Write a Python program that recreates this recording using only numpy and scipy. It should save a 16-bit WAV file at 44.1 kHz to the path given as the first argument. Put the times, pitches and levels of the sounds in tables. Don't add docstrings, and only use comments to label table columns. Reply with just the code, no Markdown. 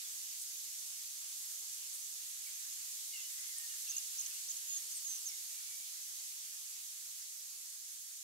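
import sys
import numpy as np
from scipy import signal
from scipy.fft import rfft, irfft, next_fast_len
from scipy.io import wavfile
from scipy.ndimage import uniform_filter1d, map_coordinates

SR = 44100
rng = np.random.default_rng(int(sys.argv[2]) if len(sys.argv) > 2 else 0)


def file_out(sig):
    cols = np.atleast_2d(sig).T
    lim = np.clip(cols, -1, 1)
    pcm = np.round(lim * 32767).astype(np.int16)
    wavfile.write(sys.argv[1], SR, pcm)


N = 362924
SIDE = np.array([[.5], [-.5]])


def amp(db):
    return 10 ** (np.asarray(db) / 20)


def unit(x):
    return x / np.sqrt(np.mean(x ** 2) + 1e-20)


def along(points, hz):
    knots_hz, values = np.transpose(points)
    return np.interp(np.log(hz + 1), np.log(knots_hz + 1), values)


def curve(points):
    return np.interp(np.arange(N) / SR, *np.transpose(points))


def progress(length_s):
    return np.linspace(0, 1, int(length_s * SR))


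def wobble(rate_hz):
    knots = rng.standard_normal(int(N * rate_hz / SR) + 4)
    return map_coordinates(knots, [np.arange(N) * rate_hz / SR])


def filtered(x, response):
    size = next_fast_len(N + SR // 4)
    return irfft(rfft(x, size) * response(np.fft.rfftfreq(size, 1 / SR)), size)[..., :N]


def add(track, start_s, sound):
    part = track[..., max(round(start_s * SR), 0):][..., :sound.shape[-1]]
    part += sound[..., :part.shape[-1]]


# (frequency [Hz], left-right correlation [-1..1])
COHERENCE = [(60, -0.13), (130, 0.042), (300, 0.7), (650, 0.56), (1100, 0.17), (1500, -.15), (1900, -.33),
             (2500, -0.25), (3000, 0.076), (7000, -0.0014), (15000, .01)]


def diffuse_noise(spectrum, patchy_db):
    def mid_side_gains(hz):
        angle = np.arccos(np.clip(along(COHERENCE, hz), -1, 1)) / 2
        return amp(along(spectrum, hz)) * [np.cos(angle), np.sin(angle)]

    bins = signal.stft(rng.standard_normal((2, N)), nperseg=512)[2]
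    patches = uniform_filter1d(rng.standard_normal(bins.shape[1:]), size=10, axis=0)
    patches = uniform_filter1d(patches, size=10, axis=1)
    pair = signal.istft(bins * amp(patchy_db * unit(patches)), nperseg=512)[1][:, :N]
    mid, side = filtered(pair, mid_side_gains)
    return unit(np.array([mid + side, mid - side]))


# (frequency [Hz], relative density [dB])
HISS_SPECTRUM = [(300, -79), (1500, -39), (2500, -23), (3120, -12), (4300, -7.5), (5550, -3), (6600, 2),
                 (7300, 0), (8300, -.5), (9800, -5), (11300, -2), (13000, -6.5), (14500, -8.5),
                 (15600, -10.5)]
RUSH_SPECTRUM = [(30, -70), (100, -58), (200, -41.5), (300, -30), (500, -22.5), (1000, -14.5), (1500, -10),
                 (2000, -5), (2500, -4), (3200, -6), (4500, 1.5), (6000, -1.5), (9000, -28.5)]
RUMBLE_SPECTRUM = [(20, -30), (50, -25), (90, -8), (150, 0), (260, 0), (450, 4), (1000, -35)]
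# (time [s], level [dB])
BREEZE_LEVEL = [(0.0, -46.5), (1.15, -47.5), (1.44, -46.5), (2.01, -47.5), (4.19, -45.5), (4.44, -46.5),
                (5.13, -46.5), (5.41, -47), (8.23, -50.5)]
RUMBLE_LEVEL = [(0, -99), (.23, -89), (.4, -93), (.55, -88), (.66, -87), (1.0, -102), (1.3, -94),
                (2.15, -96.5), (3.5, -102), (4.0, -95), (4.35, -107), (5.2, -103), (5.6, -111),
                (8.23, -117)]


def breeze(hiss_over_db=2, rush_over_db=-9.5):
    breeze_db = curve(BREEZE_LEVEL)
    leaves = diffuse_noise(HISS_SPECTRUM, patchy_db=0.84)
    side_leaves = diffuse_noise(HISS_SPECTRUM, patchy_db=3.0)[0]
    right_db, left_lead_s = 1, 0.23e-3
    side_leaves = filtered(
        side_leaves, lambda hz: amp(-SIDE * right_db) * np.exp(2j * np.pi * hz * SIDE * left_lead_s))
    hiss = amp(breeze_db + hiss_over_db + 0.14 * wobble(16)) * (leaves + amp(-12.5) * side_leaves)
    rush_db = breeze_db + rush_over_db + 0.15 * wobble(6.1)
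    rush = amp(rush_db) * diffuse_noise(RUSH_SPECTRUM, patchy_db=1.4)
    rumble = amp(curve(RUMBLE_LEVEL) + 2.9 * wobble(21)) * diffuse_noise(RUMBLE_SPECTRUM, patchy_db=1.0)
    return hiss + rush + rumble


# (time [s], level [dB])
RUSTLE_LEVEL = [(0, -64), (1.0, -67.5), (1.5, -65), (3.6, -66), (4.1, -58.5), (4.9, -62), (5.6, -63.5),
                (6.6, -63.5), (7.3, -73), (8.23, -72.5)]
# (frequency [Hz], relative density [dB])
RUSTLE_SPECTRUM = [(1000, -40.5), (2000, -10.5), (2900, 0.5), (3600, 1), (5000, -9.5), (8000, -36)]


def rustle():
    return amp(curve(RUSTLE_LEVEL) + 0.94 * wobble(9)) * diffuse_noise(RUSTLE_SPECTRUM, patchy_db=3.0)


# (frequency [Hz], T60 [s])
TREE_DECAY = [(200, .4), (2000, 0.22), (10000, 0.18)]


def tree_echo(x):
    hz, t, bins = signal.stft(rng.standard_normal((2, SR // 2)), SR, nperseg=256)
    decay = amp(-60 * t / along(TREE_DECAY, hz)[:, None])
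    tail = signal.istft(bins * decay, SR, nperseg=256)[1]
    return signal.fftconvolve(x[None], tail / np.linalg.norm(tail[0]), axes=1)[:, :N]


def direct_path(x, path):
    lead_rad, right_db = np.array(path)[:, [0, 1]], np.array(path)[:, [0, 2]]
    return filtered(
        x, lambda hz: np.exp(1j * SIDE * along(lead_rad, hz)) * amp(-SIDE * along(right_db, hz)))


def whistles(notes, waver, flutter_db, taper):
    out, drift, flutter = np.zeros(N), wobble(300), wobble(160)
    for start_s, contour_hz, db, peak_at in notes:
        u = np.linspace(0, 1, len(contour_hz))
        samples = round(start_s * SR) + np.arange(len(u))
        hz = contour_hz * (1 + waver * drift[samples])
        tone = np.sqrt(2) * np.sin(2 * np.pi * np.cumsum(hz) / SR)
        swell = np.abs(np.sin(np.pi * np.interp(u, [0, peak_at, 1], [0, .5, 1]))) ** taper
        add(out, start_s, amp(db + flutter_db * flutter[samples]) * swell * tone)
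    return out


# (time [s], length [s], start pitch [Hz], end pitch [Hz], level [dB])
FAR_NOTES = [ (0.043, 0.035, 3440, 3300, -57), (2.464, .022, 2360, 1900, -54),
             (2.850, 0.2, 1780, 2000, -72), (3.110, 0.15, 2160, 2050, -62),
             (3.130, 0.088, 2900, 2685, -55.5), (3.205, 0.083, 3020, 2920, -61.5),
             (3.293, .190, 1844, 2160, -62), (3.480, 0.1, 2180, 1815, -61), (3.580, 0.11, 1850, 1787, -64),
             (3.690, 0.07, 1950, 1640, -64), (3.670, 0.091, 2980, 2760, -65),
             (3.870, .036, 2800, 2580, -58), (3.878, .016, 3300, 3480, -54),
             (3.915, .075, 2710, 2900, -57.5), (4.295, 0.13, 2610, 2950, -65),
             (5.290, .076, 2290, 2030, -63.5), (5.490, .130, 2380, 2300, -67),
             (5.630, .230, 2280, 2330, -67.5)]
# (frequency [Hz], left lead [rad], right over left [dB])
FAR_PATH = [(1960, 2.67, -0.87), (2280, 1.1, -1), (2800, .3, -0.92)]


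def far_bird(peak_at=0.39):
    notes = [(start_s, from_hz + (to_hz - from_hz) * progress(length_s), db, peak_at)
             for start_s, length_s, from_hz, to_hz, db in FAR_NOTES]
    voice = whistles(notes, waver=0.017, flutter_db=3.4, taper=0.5)
    return amp(-2.0) * direct_path(voice, FAR_PATH) + amp(-6.5) * tree_echo(voice)


# (time [s], top pitch [Hz], level [dB])
ARCH_NOTES = [(3.883, 6540, -36), (4.179, 7100, -35.5), (4.482, 7070, -37.5)]


def arches(length_s=.038, foot_hz=5580, skew=1.55, peak_at=0.83):
    hump = np.sin(np.pi * progress(length_s) ** skew)
    return [(start_s, foot_hz + (top_hz - foot_hz) * hump, db, peak_at)
            for start_s, top_hz, db in ARCH_NOTES]


# (time [s], centre pitch [Hz], sweep [Hz], level [dB])
TICK_NOTES = [(3.582, 8940, -1800, -36.5), (3.964, 6590, -700, -34.5), (3.968, 6500, 1100, -33),
              (3.980, 6820, -1200, -29.5), (4.261, 6340, 800, -34), (4.568, 7000, 400, -35)]


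def ticks(length_s=0.0053, peak_at=.5):
    return [(start_s, centre_hz + sweep_hz * (progress(length_s) - .5), db, peak_at)
            for start_s, centre_hz, sweep_hz, db in TICK_NOTES]


# (time [s], length [s], start pitch [Hz], slow fall [Hz], final drop [Hz],
# drop length [s], level [dB], peak at [0..1])
SLUR_NOTES = [ (4.677, 0.11, 6900, 271, 450, .014, -37.5, 0.83),
              (4.945, 0.042, 8980, 596, 500, 0.012, -41.5, 0.8),
              (5.04, .148, 6850, 781, 700, 0.017, -41, .35),
              (5.256, .050, 6480, -1, 1470, .038, -38.5, 0.1)]


def slurs():
    notes = []
    for start_s, length_s, from_hz, fall_hz, drop_hz, drop_s, db, peak_at in SLUR_NOTES:
        remaining = 1 - progress(length_s)
        fall = 1 - remaining ** 2
        drop = np.clip(1 - remaining * length_s / drop_s, 0, 1) ** 1.3
        notes.append((start_s, from_hz - fall_hz * fall - drop_hz * drop, db, peak_at))
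    return notes


# (frequency [Hz], left lead [rad], right over left [dB])
NEAR_PATH = [(5270, -1.5, 1), (5900, 1.4, -2), (6430, 0.7, 2.5), (6600, 2.5, 1), (7500, 4.5, 2),
             (8360, 8, 0)]


def near_bird(highpass_hz=3500):
    voice = whistles(arches(), waver=0.0032, flutter_db=1.5, taper=0.54)
    voice += whistles(ticks() + slurs(), waver=0.0014, flutter_db=1.7, taper=0.36)
    voice = filtered(voice, lambda hz: 1 / (1 + (highpass_hz / (hz + 1)) ** 8))
    return amp(-3) * direct_path(voice, NEAR_PATH) + amp(-17.5) * tree_echo(voice)


# (time [s], level [dB], pitch [Hz], rise [cycles])
STEPS = [(.222, -71, 350, 0.71), (.466, -76, 300, 0.71), (.635, -77, 270, .9), (.660, -87, 110, .6),
         (.945, -91, 125, .5), (1.160, -80, 120, 0.19), (1.326, -84, 165, .7)]


def footsteps():
    out, t = np.zeros(N), np.arange(SR // 8) / SR
    for start_s, db, hz, rise_cycles in STEPS:
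        age = hz * t / rise_cycles
        add(out, start_s, amp(db) * np.sin(2 * np.pi * hz * t) * age * np.exp(1 - age))
    return out


# (time [s], length [s], level [dB], band centre [Hz])
GRASS_TEARS = [(0.388, 0.046, -47.5, 8900), (1.347, 0.038, -53, 10000), (1.488, .05, -58, 6500),
               (1.658, 0.09, -53, 7500), (1.933, 0.028, -48, 10000), (2.712, .025, -53, 9000),
               (3.796, .03, -52, 8500), (4.33, 0.014, -52, 9000), (4.888, 0.045, -49.5, 7650)]


def grazing(nibbles_per_s=160, nibbles_over_breeze_db=-16.5):
    tears = np.zeros((2, N))
    for start_s, length_s, db, hz in GRASS_TEARS:
        stretch = progress(length_s)
        snaps = rng.standard_normal((2, len(stretch))) * (rng.random(len(stretch)) < .08 * stretch)
        snaps = np.pad(snaps, ((0, 0), (0, SR // 200)))
        blade_band = signal.butter(2, [hz * 0.74, hz * 1.23], "band", fs=SR)
        add(tears, start_s, amp(db) * unit(signal.lfilter(*blade_band, snaps)))
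    clicks = rng.standard_normal((2, N)) * (rng.random(N) < nibbles_per_s / SR)
    colour = [(100, -60.0), (3000, 0.5), (7000, -3.5), (15000, -3.0)]  # (frequency [Hz], gain [dB])
    nibbles = unit(filtered(clicks, lambda hz: amp(along(colour, hz))))
    return tears + amp(curve(BREEZE_LEVEL) + nibbles_over_breeze_db) * nibbles


def scene():
    return breeze() + rustle() + far_bird() + near_bird() + footsteps() + grazing()


# (frequency [Hz], left over right [dB])
MIC_BALANCE = [(100, 1.5), (1400, 0.5), (2000, 1.3), (3500, 1), (4500, -1), (5700, -2), (6400, -5.5),
               (7200, -2.5), (8600, 0), (9600, -2.5), (11200, -4.5), (12800, -3), (14300, -1)]


def record(dry, cutoff_hz=15750):
    return filtered(dry, lambda hz: amp(SIDE * along(MIC_BALANCE, hz)) * (hz < cutoff_hz))


dry = scene()
out = record(dry)
file_out(out)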